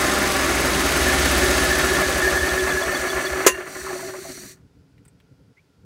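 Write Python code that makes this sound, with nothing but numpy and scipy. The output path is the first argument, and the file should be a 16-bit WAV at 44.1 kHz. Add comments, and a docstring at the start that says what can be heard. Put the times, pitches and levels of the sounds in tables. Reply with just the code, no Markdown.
"""Cart engine coasting to rest

One microphone close to the seat of a cart, where a small one-cylinder engine runs down from idle.
Each turn of the crank thumps in the muffler and puffs air; valves tick, loose parts shake the frame
and the belt rubs. The clutch drops out with a clack, the shaft stops, and a low rumble is left,
with a few faint ticks and one small squeak."""
import sys
import numpy as np
from scipy import signal
from scipy.fft import rfft, irfft
from scipy.io import wavfile
from scipy.ndimage import uniform_filter1d

SR = 44100
rng = np.random.default_rng(int(sys.argv[2]) if len(sys.argv) > 2 else 0)


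def digitize_waveform(pressure):
    """Quantize a signal to 16-bit integers and store it at the path in sys.argv[1].

    Rows of a 2-D input are taken as channels; values are limited to [-1, 1].
    """
    field = np.atleast_2d(pressure).T
    bounded = np.clip(field, -1, 1)
    quanta = np.round(bounded * 32767).astype(np.int16)
    wavfile.write(sys.argv[1], SR, quanta)


N = 257984
TIME, BLOW_TIME = np.arange(N) / SR, np.arange(round(.3 * SR)) / SR  # seconds: the scene, one blow
START_TURNS_PER_S, SLOWING_TURNS_PER_S2, CLACK_S = 23.52, 5.488, 3.4645


def gain_of(db):
    """Decibels to a factor."""
    return 10 ** (np.asarray(db) / 20)


def unit_rms(x):
    """Scales to an rms of one."""
    return x / np.sqrt(np.mean(x ** 2) + 1e-20)


def band_rms(x, lo_hz, hi_hz):
    """Rms of x between two frequencies."""
    hz = np.fft.rfftfreq(len(x), 1 / SR)
    return np.sqrt(2 * np.sum(abs(rfft(x)[(hz > lo_hz) & (hz < hi_hz)]) ** 2)) / len(x)


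def colour(x, spectrum, peaks=(), lift_db=0):
    """Filters x by a spectrum with resonances standing on it."""
    hz = np.fft.rfftfreq(len(x), 1 / SR)
    corner_hz, db = np.transpose(spectrum)
    power = gain_of(2 * np.interp(np.log(hz + 1), np.log(corner_hz + 1), db))
    for centre, width, peak_db in peaks:
        power += gain_of(2 * (peak_db + lift_db)) / (1 + (2 * (hz - centre) / width) ** 2) ** 2
    return irfft(rfft(x) * np.sqrt(power), len(x))


def resonate(x, hz, *widths_hz):
    """Rings x at one frequency, once through for each width."""
    for width in widths_hz:
        r = np.exp(-np.pi * width / SR)
        x = 2 * signal.lfilter([1 - r], [1, -r * np.exp(2j * np.pi * hz / SR)], x).real
    return x


def wander(per_s, depth_db):
    """A gain that wanders at random about per_s times a second."""
    drift = signal.lfilter([1], [1, -np.exp(-2 * np.pi * per_s / SR)], rng.standard_normal(N))
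    return gain_of(depth_db * unit_rms(drift))


def steadied(x, share, samples):
    """Evens out a share of the slow swells of x."""
    x = unit_rms(x)
    return unit_rms(x / (abs(uniform_filter1d(x ** 2, samples)) + .02) ** (share / 2))


def burst(rise_s, t60):
    """Envelope of a blow: a short rise and an exponential fall."""
    return (1 - np.exp(-BLOW_TIME / rise_s)) * gain_of(-60 * BLOW_TIME / t60)


def place(sound, starts_s, dbs):
    """Plays a sound at each start, with its gain."""
    impulses = np.zeros(N)
    np.add.at(impulses, (np.asarray(starts_s) * SR).astype(int), gain_of(dbs))
    return signal.oaconvolve(impulses, sound)[:N]


def muffler(turns, hz=65, peak_s=.02, width_s=.023):
    """Each turn pushes a slug of air that swells and dies in the muffler; air sloshes in between."""
    t = np.arange(round(.15 * SR)) / SR
    thump = np.exp(-((t - peak_s) / width_s) ** 2) * np.cos(2 * np.pi * hz * t - 1)
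    pushes = np.diff(np.floor(turns), prepend=-1) * wander(8, .47)
    beats = signal.oaconvolve(pushes, thump)[:N]
    running_rms = np.sqrt(uniform_filter1d(beats ** 2, SR // 3) + 1e-3 * np.mean(beats ** 2))
    slosh = unit_rms(resonate(np.diff(rng.standard_normal(N + 1)), hz, 30, 40))
    return beats / running_rms + .2 * slosh


def shaking(noise, turns, speed, slow):
    """Many small blows, fewer and more distinct as the shaft slows, shake the frame and housing."""
    lands = rng.random(N) < (40 + 25 * speed) / SR
    hits = lands * gain_of(1.6 * np.minimum(rng.exponential(1, N), 4))
    jolts = steadied(signal.oaconvolve(hits, burst(.004, .05))[:N], 1, SR // 4)
    rocking = 1 + .11 * np.cos(2 * np.pi * (turns - .4))
    return steadied(noise * (1 + 1.2 * slow * jolts) * rocking, .99, SR // 4)


# The broad spectrum of the rattle. Each row: frequency in Hz, density in dB.
RATTLE_SPECTRUM = [(190, -34.5), (330, -7), (372, -2.5), (466, -7.5), (597, -5), (931, -12), (1560, -6),
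                   (1750, -11.5), (1920, -8), (3500, -23), (4550, -49.5), (7700, -120)]
# The frame's modes. Each row: frequency in Hz, width in Hz, relative level in dB.
FRAME_MODES = [(593.6, 71, -9), (660.5, 15, -13), (788, 41, -10), (1045, 60, -15), (1148, 100, -11.5),
               (1265, 37, -10), (1408, 54, -6.5), (1545, 17, -11), (1980, 41, -13), (2048, 55, -10.5),
               (2207, 60, -12), (2615, 44, -19)]


def frame_rattle(shake, slow):
    """The shaking rings the frame; a slow shaft favours a low mode."""
    body = colour(shake, RATTLE_SPECTRUM, FRAME_MODES, lift_db=5.5)
    low_mode = unit_rms(resonate(resonate(shake, 620, 90), 680, 230))
    body += .2 * slow ** 2 * low_mode * band_rms(body, 470, 1600)
    return body / band_rms(body, 430, 1600)


# The drone under the seat. Each row: frequency in Hz, density in dB.
DRONE_SPECTRUM = [(90, -8), (110, -8.5), (170, -12), (240, -6.5), (340, -4), (440, -36.5), (750, -120)]
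# The sump's low modes. Each row: frequency in Hz, width in Hz, relative level in dB.
SUMP_MODES = [(147, 26, -1), (204.8, 23, -1.5), (269.5, 33, 1)]


def sump_drone(shake, speed_lost):
    """The shaking drones in the sump, weaker as the crank slows."""
    return gain_of(-3.5 - 4 * speed_lost) * unit_rms(colour(shake, DRONE_SPECTRUM, SUMP_MODES))


# Brief swells and dips. Each row: centre in seconds, change of the hum in dB, of the ring in dB.
SWELLS = [(0.31, -13, -11), (0.92, -22, 0), (1.09, -4, 7), (1.45, 9, 5), (1.72, 4, 4), (1.92, 8, 6.5),
          (2.04, 7.5, 1.5), (2.11, -11, -1), (2.25, 7, 3), (2.4, 1.5, 3), (2.6, 6, 1), (2.77, 1.5, 3),
          (2.85, -12, -4), (3.0, -10, -1.5), (3.59, 6, 6), (3.72, -12, -7), (3.89, 6, 9), (3.96, 3.5, -2),
          (4.09, 4, -1), (4.18, 11.5, -2), (4.25, -1, -5)]


def swells(width_s=.04):
    """Gains of hum and ring: one bell for each swell or dip, on a smooth random waver."""
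    centres_s, *columns = np.transpose(SWELLS)
    bells = np.exp(-((TIME[:, None] - centres_s) / width_s) ** 2)
    gains = []
    for change_db, waver_db in zip(columns, (1.1, 1.5)):
        waver = unit_rms(uniform_filter1d(np.log(wander(2, 1)), SR // 30))
        gains.append(gain_of(bells @ change_db + waver_db * waver))
    return gains


HUM_HZ, HUM_WIDTH_HZ = 374, 14


def frame_hum(noise, speed_lost):
    """One strong frame mode hums, standing further out of the rattle as the crank slows."""
    hum = steadied(resonate(noise, HUM_HZ, HUM_WIDTH_HZ, 80), .85, 2000)
    return .74 * gain_of(-11.5 + 16 * speed_lost) * hum


# The housing's strongest modes. Each row: frequency in Hz, width in Hz.
HOUSING_MODES = [(1697, 25), (1727, 25), (1785, 40)]


def housing_ring(shake, speed, peak_turns_per_s=9.57):
    """The shaking rings the housing, most strongly near one crank speed."""
    ring = sum(resonate(shake, hz, width, 150) for hz, width in HOUSING_MODES)
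    lift_db = 11 * np.exp(-((speed - peak_turns_per_s) / 5.6) ** 2)
    return .8 * gain_of(-8 + lift_db) * steadied(ring, .65, 3000)


# The belt's whirr, running fast and slow. Each row: frequency in Hz, density in dB.
BELT_FAST = [(1060, -33), (1800, -7), (1920, -6.5), (3320, -9), (3840, -9), (5010, -9), (6530, -12),
             (7420, -13), (8280, -12.5), (13300, -21.5), (16000, -24.5)]
BELT_SLOW = [(1060, -35), (1800, -9.5), (1940, -9), (3320, -20.5), (4410, -6.5), (5060, -17), (5850, -11),
             (7630, -12.5), (8360, -9.5), (10600, -20), (16000, -22)]
# Pulley resonances, fast and slow. Each row: frequency in Hz, width in Hz, relative level in dB.
PULLEY_FAST = [(3777, 92, -1), (4450, 52, -2.5), (5830, 84.4, -4.5), (6310, 130, 0), (6710, 62, 0.5),
               (7870, 74, -5), (8460, 250, -7.5), (10030, 170, -3.5), (10990, 150, -11.5),
               (11700, 97, -13.5)]
PULLEY_SLOW = [(4500, 120, -4), (5875, 200, 3), (6580, 130, -2), (7100, 140, -3.5), (7660, 55, -8.5),
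               (8300, 130, -6.5), (9110, 86, -5), (9810, 210, -5), (11500, 140, -11.5), (12060, 460, -8)]


def belt(turns, speed):
    """Belt and pulleys whirr, with a bright puff of air each turn, then rub as the speed falls."""
    fast = np.clip((speed - 4) / 10, 0, 1)
    fast_noise, slow_noise = rng.standard_normal((2, N)) * wander(60, 1)
    whirr = unit_rms(colour(fast_noise, BELT_FAST, PULLEY_FAST, lift_db=-4.5))
    rub = unit_rms(colour(slow_noise, BELT_SLOW, PULLEY_SLOW, lift_db=-5.5))
    air_spectrum = [(4000, -29), (7000, -2), (11000, -5.5), (16000, -7.5)]
    air = unit_rms(colour(rng.standard_normal(N), air_spectrum, peaks=[(11800, 200, 3)]))
    puffs = air * np.exp(2.5 * (np.cos(2 * np.pi * (turns - .5)) - 1))
    return np.sqrt(fast) * (whirr + .54 * puffs) + np.sqrt(1 - fast) * rub


# Faint gear whines. Each row: cycles per crank turn, relative level in dB.
GEAR_WHINES = [(36, -2), (45.3, 0), (53.2, -1)]


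def gears(turns, speed):
    """Meshing teeth whine and fall with the crank, louder where they cross a frame mode."""
    teeth = sum(gain_of(db) * np.sin(2 * np.pi * (cycles * turns + rng.random()))
                for cycles, db in GEAR_WHINES)
    whine = colour(teeth, RATTLE_SPECTRUM, FRAME_MODES, lift_db=8.5)
    return gain_of(-13.5) * unit_rms(speed * whine)


def valves(turns, speed, lead_turns=.239):
    """A valve squeaks and ticks before each thump until the clack, clearer as the crank slows."""
    end = round(CLACK_S * SR) - SR // 10
    at = np.flatnonzero(np.diff(np.floor(turns[:end] + lead_turns)))
    tick = burst(.0032, .046) * np.sin(2 * np.pi * 3420 * BLOW_TIME)
    tick_db = -19 - np.maximum(speed[at] - 7.6, 0)
    noise = rng.standard_normal(len(BLOW_TIME))
    squeak = burst(.006, .073) * unit_rms(resonate(resonate(noise, 4500, 292), 4450, 500))
    squeak_db = -17 - 1.41 * speed[at]
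    return place(tick, at / SR, tick_db) + place(squeak, at / SR - .016, squeak_db)


# Loose parts knocking. Each row: start in seconds, peak level in dB, strongest region in Hz.
KNOCKS = [(2.02, -26, 690), (2.27, -18, 650), (2.53, -27, 660), (2.808, -18, 590), (3.0, -35, 600),
          (3.175, -21, 700), (3.445, -18, 1700), (3.66, -30, 1700), (3.746, -26.5, 1660),
          (3.806, -26.5, 1730), (3.863, -22.5, 1080), (3.898, -25, 770), (3.949, -24.5, 376),
          (3.987, -27, 1040), (4.025, -30, 620), (4.134, -26, 700), (4.248, -29, 594)]


def knocks(db_per_octave=-13):
    """A loose part strikes the frame and shakes the modes around one frequency."""
    modes = [mode[:2] for mode in FRAME_MODES] + [(HUM_HZ, HUM_WIDTH_HZ)] + HOUSING_MODES
    out = np.zeros(N)
    for start_s, db, centre_hz in KNOCKS:
        blow = rng.standard_normal(len(BLOW_TIME)) * burst(.0017, .07)
        knock = np.zeros_like(blow)
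        for hz, width in modes:
            reach = gain_of(db_per_octave * abs(np.log2(hz / centre_hz)))
            knock += reach * resonate(blow, hz, width, 6 * width) / np.sqrt(width)
        out += place(knock / abs(knock).max(), [start_s], [db])
    return out


# The clutch's crack. Each row: frequency in Hz, density in dB.
CRACK_SPECTRUM = [(88, -48), (150, -30.5), (393, 0.5), (783, -13.5), (1330, -8), (2310, -9), (2600, -5.5),
                  (2920, -13.5), (5380, -15.5), (6940, -3), (7970, -14.5), (14700, -18), (16500, -37)]
# Its steel parts. Each row: frequency in Hz, relative level in dB, seconds to fall by 60 dB.
CLUTCH_MODES = [(380, -1, .07), (440, -4, .06), (520, -7, .06), (1030, -14, .16), (1845, -22, .3),
                (2050, -14, .08), (2760, -21, .28), (2798, -22, .28), (4700, -18, .08), (5950, -20, .15),
                (6130, -14, .1), (6718, -12, .1), (7090, -22, .09), (7424, -14, .07), (8457, -28, .12),
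                (9507, -24, .12), (10760, -18, .15)]


def clutch_clack():
    """The clutch snaps open: a broad crack and the ring of its steel parts."""
    crack = unit_rms(colour(rng.standard_normal(len(BLOW_TIME)), CRACK_SPECTRUM))
    crack *= np.minimum(1.3 * burst(.00076, .084), 1)  # grinds for a moment
    ring = sum(gain_of(db) * burst(.00066, t60) * np.sin(2 * np.pi * (hz * BLOW_TIME + rng.random()))
               for hz, db, t60 in CLUTCH_MODES)
    return place(crack + 1.2 * ring, [CLACK_S], dbs=[-3])


# Rumble and hiss around the cart. Each row: frequency in Hz, density in dB.
RUMBLE_SPECTRUM = [(15, -51), (25, -22.5), (75, 0.5), (134, -0.5), (152, 1), (226, -11), (286, -4),
                   (344, -22.5), (480, -13.5), (620, -33), (1060, -120)]
HISS_SPECTRUM = [(240, -31), (400, -9.5), (481, -18), (512, -19), (906, -21.5), (1230, -28), (1380, -17.5),
                 (1600, -26), (4310, -31), (4650, -28), (6340, -34), (16000, -45)]
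# One lull in the rumble. Each row: time in seconds, level in dB.
RUMBLE_LEVELS = [(5.51, -54), (5.54, -65), (5.76, -63), (5.8, -51)]


def background():
    """A lumpy low rumble and a thin hiss, uncovered when the engine stops."""
    rumble = colour(rng.standard_normal(N) * wander(12, 3), RUMBLE_SPECTRUM)
    level = gain_of(np.interp(TIME, *np.transpose(RUMBLE_LEVELS)))
    hiss = unit_rms(colour(rng.standard_normal(N), HISS_SPECTRUM))
    return level * rumble / band_rms(rumble, 40, 400) + gain_of(-67) * hiss


# Ticks in the quiet. Each row: start in seconds, relative level in dB, centre in Hz.
FAINT_TICKS = [(4.9794, -53.5, 2040), (5.0509, -45, 8600), (5.0573, -52.5, 1720), (5.0794, -43.5, 8300),
               (5.2007, -49, 2430)]


def faint_ticks():
    """Each tick is a grain of bright noise that dies quickly."""
    out = np.zeros(N)
    for start_s, db, hz in FAINT_TICKS:
        noise = rng.standard_normal(len(BLOW_TIME))
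        grain = unit_rms(resonate(noise, hz, 1200, 2500))
        grain += .29 * unit_rms(resonate(noise, 1860, 1000)) + .28 * noise
        out += place(.45 * grain * burst(.00071, .046), [start_s], [db])
    return out


def faint_squeak(start_s=5.568, length_s=.045, from_hz=1950, to_hz=2550):
    """One short, rough, rising note."""
    progress = np.clip((TIME - start_s) / length_s, 0, 1)
    envelope = np.sin(np.pi * np.sqrt(progress))
    roughness = 1 + .5 * unit_rms(resonate(rng.standard_normal(N), 0, 253))
    hz = from_hz + (to_hz - from_hz) * progress
    return gain_of(-55) * envelope * roughness * np.sin(2 * np.pi * np.cumsum(hz) / SR)


# The engine from close by, dropping when the clutch lets go.
# Each row: time in seconds, then the levels of frame, belt and muffler in dB.
ENGINE_LEVELS = [(0.0, -23.5, -26, -33), (0.3, -25, -26, -34.5), (0.53, -24, -26.5, -30.5),
                 (0.7, -24.5, -25.5, -31), (1.36, -24, -24, -25), (2.0, -25, -26.5, -31.5),
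                 (2.41, -27, -29.5, -30.5), (3.0, -28.5, -32.5, -41.5), (3.44, -30, -35.5, -39),
                 (3.53, -36, -43, -50), (3.655, -40.5, -48, -60), (3.68, -40.5, -42, -62),
                 (3.82, -38.5, -38, -52), (4.08, -40.5, -39, -62), (4.13, -45, -43, -65),
                 (4.3, -49, -39, -65), (4.521, -57, -44, -70), (4.57, -65, -69, -75), (4.62, -76, -82, -80)]


def scene():
    """The crank slows evenly to rest; one close microphone feeds both channels."""
    speed = np.maximum(START_TURNS_PER_S - SLOWING_TURNS_PER_S2 * TIME, 0)
    turns = .22 + np.cumsum(speed) / SR
    speed_lost = 1 - speed / START_TURNS_PER_S
    slow = 1 - speed / 26  # a little above zero even at idle
    times_s, *columns = np.transpose(ENGINE_LEVELS)
    frame_gain, belt_gain, muffler_gain = (gain_of(np.interp(TIME, times_s, db, right=-120))
                                           for db in columns)
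    hum_swell, ring_swell = swells()
    mono = muffler_gain * muffler(turns)
    noise = rng.standard_normal(N)
    shake = shaking(noise, turns, speed, slow)
    ringing = hum_swell * frame_hum(noise, speed_lost) + ring_swell * housing_ring(shake, speed)
    mono += belt_gain * (sump_drone(shake, speed_lost) + belt(turns, speed))
    mono += frame_gain * (frame_rattle(shake, slow) + ringing + gears(turns, speed))
    mono += valves(turns, speed) + knocks() + clutch_clack()
    mono += background() + faint_ticks() + faint_squeak()
    return np.array([mono, mono])


def record(dry):
    """The microphone drops deep bass; the input stage softens the clack; the top treble is cut."""
    low_cut_hz, ceiling, high_cut_hz = 42, .72, 15800
    lean = signal.sosfilt(signal.butter(2, low_cut_hz, "high", fs=SR, output="sos"), dry)
    soft = lean / (1 + abs(lean / ceiling) ** 6) ** (1 / 6)
    lowpass = signal.firwin(511, high_cut_hz, window=("kaiser", 9), fs=SR)
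    return signal.oaconvolve(soft, lowpass[None], "same")


dry = scene()
out = record(dry)
digitize_waveform(out)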